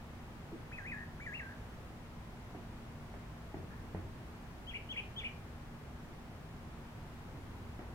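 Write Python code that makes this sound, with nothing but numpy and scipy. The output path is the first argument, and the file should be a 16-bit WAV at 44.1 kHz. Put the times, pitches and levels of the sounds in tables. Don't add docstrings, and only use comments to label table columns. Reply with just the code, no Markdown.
import sys
import numpy as np
from scipy import signal
from scipy.fft import rfft, irfft, next_fast_len
from scipy.io import wavfile
from scipy.ndimage import map_coordinates

SR = 44100
rng = np.random.default_rng(int(sys.argv[2]) if len(sys.argv) > 2 else 0)


def dump(signal):
    limited = np.clip(np.atleast_2d(signal).T, -1, 1)
    pcm = np.round(limited * 32767).astype(np.int16)
    wavfile.write(sys.argv[1], SR, pcm)


N = 350154

ARCH_ATTACK_S, RUN_UP_S, CHIRP_RELEASE_S = .026, .021, .0016


def wavering_calls():
    # start_s, rise_s, until_break_s, high_hz, drift_hz_per_s, low_hz, high_db, low_db
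    swoops = [(0.710, 0.025, .068, 2450, -4500, 1580, -51, -54),
              (0.836, .052, .079, 2500, 0, 1662, -45.5, -51),
              (1.193, .020, .066, 2400, 3500, 1630, -51, -51.5),
              (1.318, .044, .074, 2620, -6500, 1570, -46.5, -52.5)]
    # length_s, quiver_depth_hz, quiver_length_s, overtone_db
    wavers = [(0.338, 150, .098, -26), (0.342, 120, 0.055, -22.5)]
    attack_s, release_s, shimmer_db = .009, .014, 1.5
    quiver_rate_hz, quiver_lift_hz = 98, 74
    out = np.zeros((2, N))
    for pair, (length_s, depth_hz, quiver_s, overtone_db) in zip((swoops[:2], swoops[2:]), wavers):
        t = pair[0][0] + np.arange(0, length_s, 1 / SR)
        age, remaining = t - t[0], t[-1] - t
        hz, gain = swooping(t, pair)
        gain *= amp(shimmer_db * wobble(90)[:len(t)])
        gain *= ramp(age / attack_s) * ramp(remaining / release_s)
        swell = ramp(2 * (1 - remaining / quiver_s))
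        cycle = 2 * np.pi * quiver_rate_hz * (.003 - remaining)
        quiver = swell * (np.sin(cycle) + .18 * np.sin(2 * cycle))
        tremolo = amp(3.5 * quiver)
        strain = np.interp(hz, [1800, 2700], [.010, .026])
        bright_db = overtone_db + 2 - 40 * age
        hz = hz + quiver_lift_hz * swell + depth_hz * quiver
        call = whistle(hz, gain * tremolo, strain, [bright_db - 6, bright_db, bright_db])
        add(out, t[0], among_trees(call, near_db=-14.5, far_db=-11.5))
    return out


def swooping(t, swoops):
    scoop_hz, fall_s = 1198, .010
    catch_db, catch_s = -5, .0099
    accent_db, accent_s = 14, .023
    hz, db = scoop_hz, swoops[0][-2]
    for start_s, rise_s, break_s, high_hz, drift, low_hz, high_db, low_db in swoops:
        from_break = t - start_s - break_s
        after = np.maximum(from_break, 0)
        note_hz = low_hz + (high_hz - low_hz) * np.exp(-after / fall_s)
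        note_hz += drift * np.minimum(from_break, 0)
        landing_db = low_db + accent_db * np.exp(-after / accent_s)
        note_db = high_db + ease(from_break / catch_s) * (landing_db - high_db)
        note_db += catch_db * np.exp(-(from_break / catch_s + .5) ** 2)
        climb = (t - start_s) / rise_s
        hz = hz + ease(climb) * (note_hz - hz)
        db = db + ease(2 * climb) * (note_db - db)
    return hz, amp(db)


def chirps():
    # first_spike_s, arch_hz, spike_hz, zigzag_db, arch_db, arch_top_to_spike_s, spike_to_end_s
    gestures = [(4.7528, 3360, 3050, -39.5, -46, .059, 0.022),
                (4.977, 3380, 3170, -37.5, -41.5, .062, 0.027),
                (5.2512, 3500, 3110, -38, -41.5, .064, 0.025)]
    out = np.zeros((2, N))
    for spike_s, arch_hz, spike_hz, zigzag_db, arch_db, lead_s, end_s in gestures:
        opening = arch(arch_hz, arch_db, lead_s - RUN_UP_S)
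        add(out, spike_s - lead_s - ARCH_ATTACK_S, among_trees(opening, near_db=-10, far_db=-9))
        closing = zigzag(spike_hz, zigzag_db, end_s)
        add(out, spike_s - RUN_UP_S, among_trees(closing, near_db=-12, far_db=-9))
    return out


def arch(top_hz, db, fall_s, rest_hz=2220):
    climb_hz_per_s, turn_s, slope_db_per_s = 18000, .018, 380
    t = np.arange(-ARCH_ATTACK_S, fall_s, 1 / SR)
    falling_hz = rest_hz + (top_hz - rest_hz) * np.exp(-(t / turn_s) ** 2)
    hz = np.where(t < 0, top_hz + climb_hz_per_s * t, falling_hz)
    edges = ramp(np.minimum(t - t[0], fall_s - t) / CHIRP_RELEASE_S)
    gain = amp(db - slope_db_per_s * np.abs(t)) * edges
    bright_db = -33.5 + 20 * np.exp(-((t - .016) / .012) ** 2)
    return whistle(hz, gain, jitter=.008, overtones_db=[bright_db, bright_db - 9, -30])


def zigzag(spike_hz, db, end_s, rest_hz=2220):
    gap_s, rise_s, fall_s = .015, .005, .0025
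    run_up_hz, fade_db_per_s = 522, 150
    t = np.arange(-RUN_UP_S, end_s, 1 / SR)
    to_next = np.where(t < 0, -t, -t % gap_s)
    flick_up = np.exp(-to_next / rise_s)
    flick_down = (t > 0) * np.exp(-(t % gap_s / fall_s) ** 2)
    spike = np.maximum(flick_up, flick_down)
    hz = rest_hz + (spike_hz - rest_hz) * spike - run_up_hz * ramp(-t / RUN_UP_S) ** 2
    gain = amp(db - 3 * spike - fade_db_per_s * np.maximum(t, 0))
    gain *= ramp(1 + t / RUN_UP_S) * ramp((end_s - t) / CHIRP_RELEASE_S)
    return whistle(hz, gain, jitter=.014, overtones_db=[-31, -35, -27])


def whistle(hz, gain, jitter, overtones_db):
    # frequency_hz, gain_db
    throat = [(3500, -12), (5200, -15), (6200, -6), (6750, 0), (7300, -8), (8400, -20), (10000, -5),
              (12000, -20)]
    unrest = unit(signal.lfilter([1], [1, -.97], rng.standard_normal(len(hz))))
    phase = 2 * np.pi * np.cumsum(hz * (1 + jitter * unrest)) / SR
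    overtones = sum(amp(db + along(throat, k * hz)) * np.sin(k * phase)
                    for k, db in enumerate(overtones_db, start=2))
    return np.sqrt(2) * gain * (np.sin(phase) + overtones)


def among_trees(call, near_db, far_db):
    # frequency_hz, left_lead_rad, left_minus_right_db
    perch = [(500, .1, 0), (1700, 1.35, .9), (2500, 2.38, 2.9), (3300, 2.78, 3.8), (6700, 5.2, 3)]
    # frequency_hz, t60_s
    grove = [(100, 0.38), (500, 0.89), (2500, 0.32), (8000, 0.18)]
    call = np.pad(call, (0, SR // 2))
    sides = np.array([[1], [-1]])
    lead, balance = np.array(perch)[:, :2], np.array(perch)[:, ::2]
    bounce_gain, bounce_s = np.array([[.3], [.22]]), np.array([[.00652], [.00668]])
    direct = lambda hz: np.exp(.5j * sides * along(lead, hz)) * amp(sides * along(balance, hz) / 2)
    ground = lambda hz: bounce_gain * np.exp(-2j * np.pi * hz * bounce_s)
    early = filtered(call, lambda hz: direct(hz) + ground(hz))
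    t = np.arange(SR // 2) / SR
    near = rng.standard_normal((2, len(t))) * decay(t, t60_s=.1) * attack(t, .0038)
    far = dying(rng.standard_normal((2, len(t))), grove) * attack(t, .012)
    answer = (amp(near_db) * unit(near) + amp(far_db) * unit(far)) / np.sqrt(len(t))
    return early + signal.fftconvolve(call[None], answer, axes=1)[:, :len(call)]


def knocks():
    # start_s, level_db, tilt_db_per_octave, bass_db
    blows = [(2.547, -49.5, 0, -8), (3.139, -51, 2.3, -4), (3.543, -40, -.5, 1), (3.947, -39, .7, 2.5),
             (7.791, -47.5, 2.3, -10)]
    # frequency_hz, relative_db
    body = [(40, -4), (85, 14), (160, 6), (230, -2), (340, 5.5), (500, -4.5), (750, -4.5), (1200, -15.5),
            (2100, -16.5), (3200, -42), (8000, -65)]
    # frequency_hz, t60_s
    echo_decay = [(100, 0.94), (400, 0.59), (2000, 0.42)]
    out, t = np.zeros((2, N)), np.arange(SR) / SR
    for start_s, db, tilt_db, bass_db in blows:
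        colour = [(hz, level + tilt_db * np.log2(hz / 300) + bass_db * (hz < 200)) for hz, level in body]
        thud = diffuse(colour, size=SR) * decay(t, t60_s=.031)
        thud *= amp(5.5) / np.sqrt(np.mean(thud[:, t < .01] ** 2) * 2)
        echo = amp(-1) * dying(diffuse(colour, size=SR), echo_decay) * attack(t, .007)
        add(out, start_s, amp(db) * (thud * attack(t, .00078) + echo))
    return out


def whump(start_s=.512, length_s=.074, level_db=-40.5):
    top_hz, sag_hz_per_s = 470, 4400
    attack_s, release_s, fade_db_per_s = .019, .01, 230
    out, t = np.zeros((2, N)), np.arange(0, length_s, 1 / SR)
    gain = amp(level_db - fade_db_per_s * np.maximum(t - attack_s, 0))
    gain *= ramp(t / attack_s) * ramp((length_s - t) / release_s)
    roughness = 1 + .29 * wobble(400)[:len(t)]
    phase = 2 * np.pi * np.cumsum((top_hz - sag_hz_per_s * t) * roughness) / SR
    add(out, start_s, among_trees(gain * np.sin(phase), near_db=-13, far_db=-19))
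    return out


def rustle(start_s=3.703, level_db=-57):
    band = [(700, -28), (1200, -3), (1750, 5), (2400, -26), (5000, -45)]  # frequency_hz, relative_db
    out, t = np.zeros((2, N)), np.arange(SR // 2) / SR
    envelope = amp(level_db) * decay(t, t60_s=.55) * attack(t, .0046)
    add(out, start_s, envelope * diffuse(band, size=len(t)))
    return out


def wind(rumble_db=-50.5, air_db=-56):
    # frequency_hz, relative_db
    rumble_colour = [(8, -9), (28, -2.5), (42, -3), (56, 1), (78, -0.5), (97, -1), (130, -3), (160, -3),
                     (205, -7), (260, -10), (340, -12), (500, -22.5), (1200, -48.5)]
    # frequency_hz, relative_db
    air_colour = [(150, -27.5), (400, -1.5), (550, -3), (720, -1.5), (1000, -3), (1400, -6.5), (2000, -9.5),
                  (2800, -13.5), (4000, -19), (6500, -24), (9000, -27.5), (16000, -30.5)]
    # peak_s, half_length_s, rise_db
    gusts = [(3.9, 0.23, 1.5), (7.55, 0.23, 3)]
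    t = np.arange(N) / SR
    gust_db = sum(db * np.exp(-((t - peak_s) / half_s) ** 2) for peak_s, half_s, db in gusts)
    rumble = amp(rumble_db + gust_db + .29 * wobble(5.9)) * diffuse(rumble_colour, size=N)
    air = amp(air_db + .26 * wobble(2.94)) * diffuse(air_colour, size=N)
    lean_left = lambda hz: amp(np.array([[.5], [-.5]]) * along([(700, 0), (2400, 1.3)], hz))
    return rumble + filtered(air, lean_left)


def machine(drift_hz=2.6, fade_db=2.75):
    # pitch_hz, level_db
    hum = [(30, -68.5), (57, -64), (95, -63.5), (117, -65.5), (148, -66), (236, -60.5)]
    phase = lambda hz: 2 * np.pi * np.cumsum(hz + drift_hz * wobble(14)) / SR
    return sum(np.sqrt(2) * amp(db + fade_db * wobble(11)) * np.sin(phase(hz)) for hz, db in hum)


def diffuse(spectrum, size):
    # frequency_hz, correlation (-1 to 1)
    alike = [(60, 0.95), (150, 0.97), (290, 0.83), (640, 0.68), (1400, 0.23), (2800, -0.27), (6000, -0.027),
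             (15000, -0.16)]
    width = lambda hz: np.arccos(np.clip(along(alike, hz), -1, 1)) / 2
    colour = lambda hz: amp(along(spectrum, hz)) * [np.cos(width(hz)), np.sin(width(hz))]
    mid, side = filtered(rng.standard_normal((2, size)), colour)
    return unit(np.array([mid + side, mid - side]))


def dying(noise, t60_curve):
    hz, t, bands = signal.stft(noise, SR, nperseg=256)
    faded = bands * decay(t, along(t60_curve, hz)[:, None])
    return signal.istft(faded, SR, nperseg=256)[1][:, :noise.shape[1]]


def amp(db):
    return 10 ** (np.asarray(db) / 20)


def unit(x):
    return x / np.sqrt(np.mean(x ** 2) + 1e-20)


def attack(t, rise_s):
    return 1 - np.exp(-t / rise_s)


def decay(t, t60_s):
    return amp(-60 * t / t60_s)


def ramp(x):
    return np.clip(x, 0, 1)


def ease(x):
    return (1 - np.cos(np.pi * ramp(x))) / 2


def along(points, hz):
    knots_hz, values = np.transpose(points)
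    return np.interp(np.log(hz + 1), np.log(knots_hz + 1), values)


def wobble(rate):
    return map_coordinates(rng.standard_normal(int(N * rate / SR) + 4), [np.arange(N) * rate / SR])


def filtered(x, response):
    size = next_fast_len(x.shape[-1] + SR // 4)
    return irfft(rfft(x, size) * response(np.fft.rfftfreq(size, 1 / SR)), size)[..., :x.shape[-1]]


def add(track, start_s, sound):
    part = track[..., round(start_s * SR):][..., :sound.shape[-1]]
    part += sound[..., :part.shape[-1]]


def scene():
    return wavering_calls() + chirps() + knocks() + rustle() + whump() + machine() + wind()


def record(dry):
    return filtered(dry, lambda hz: hz < 15850)


dry = scene()
out = record(dry)
dump(out)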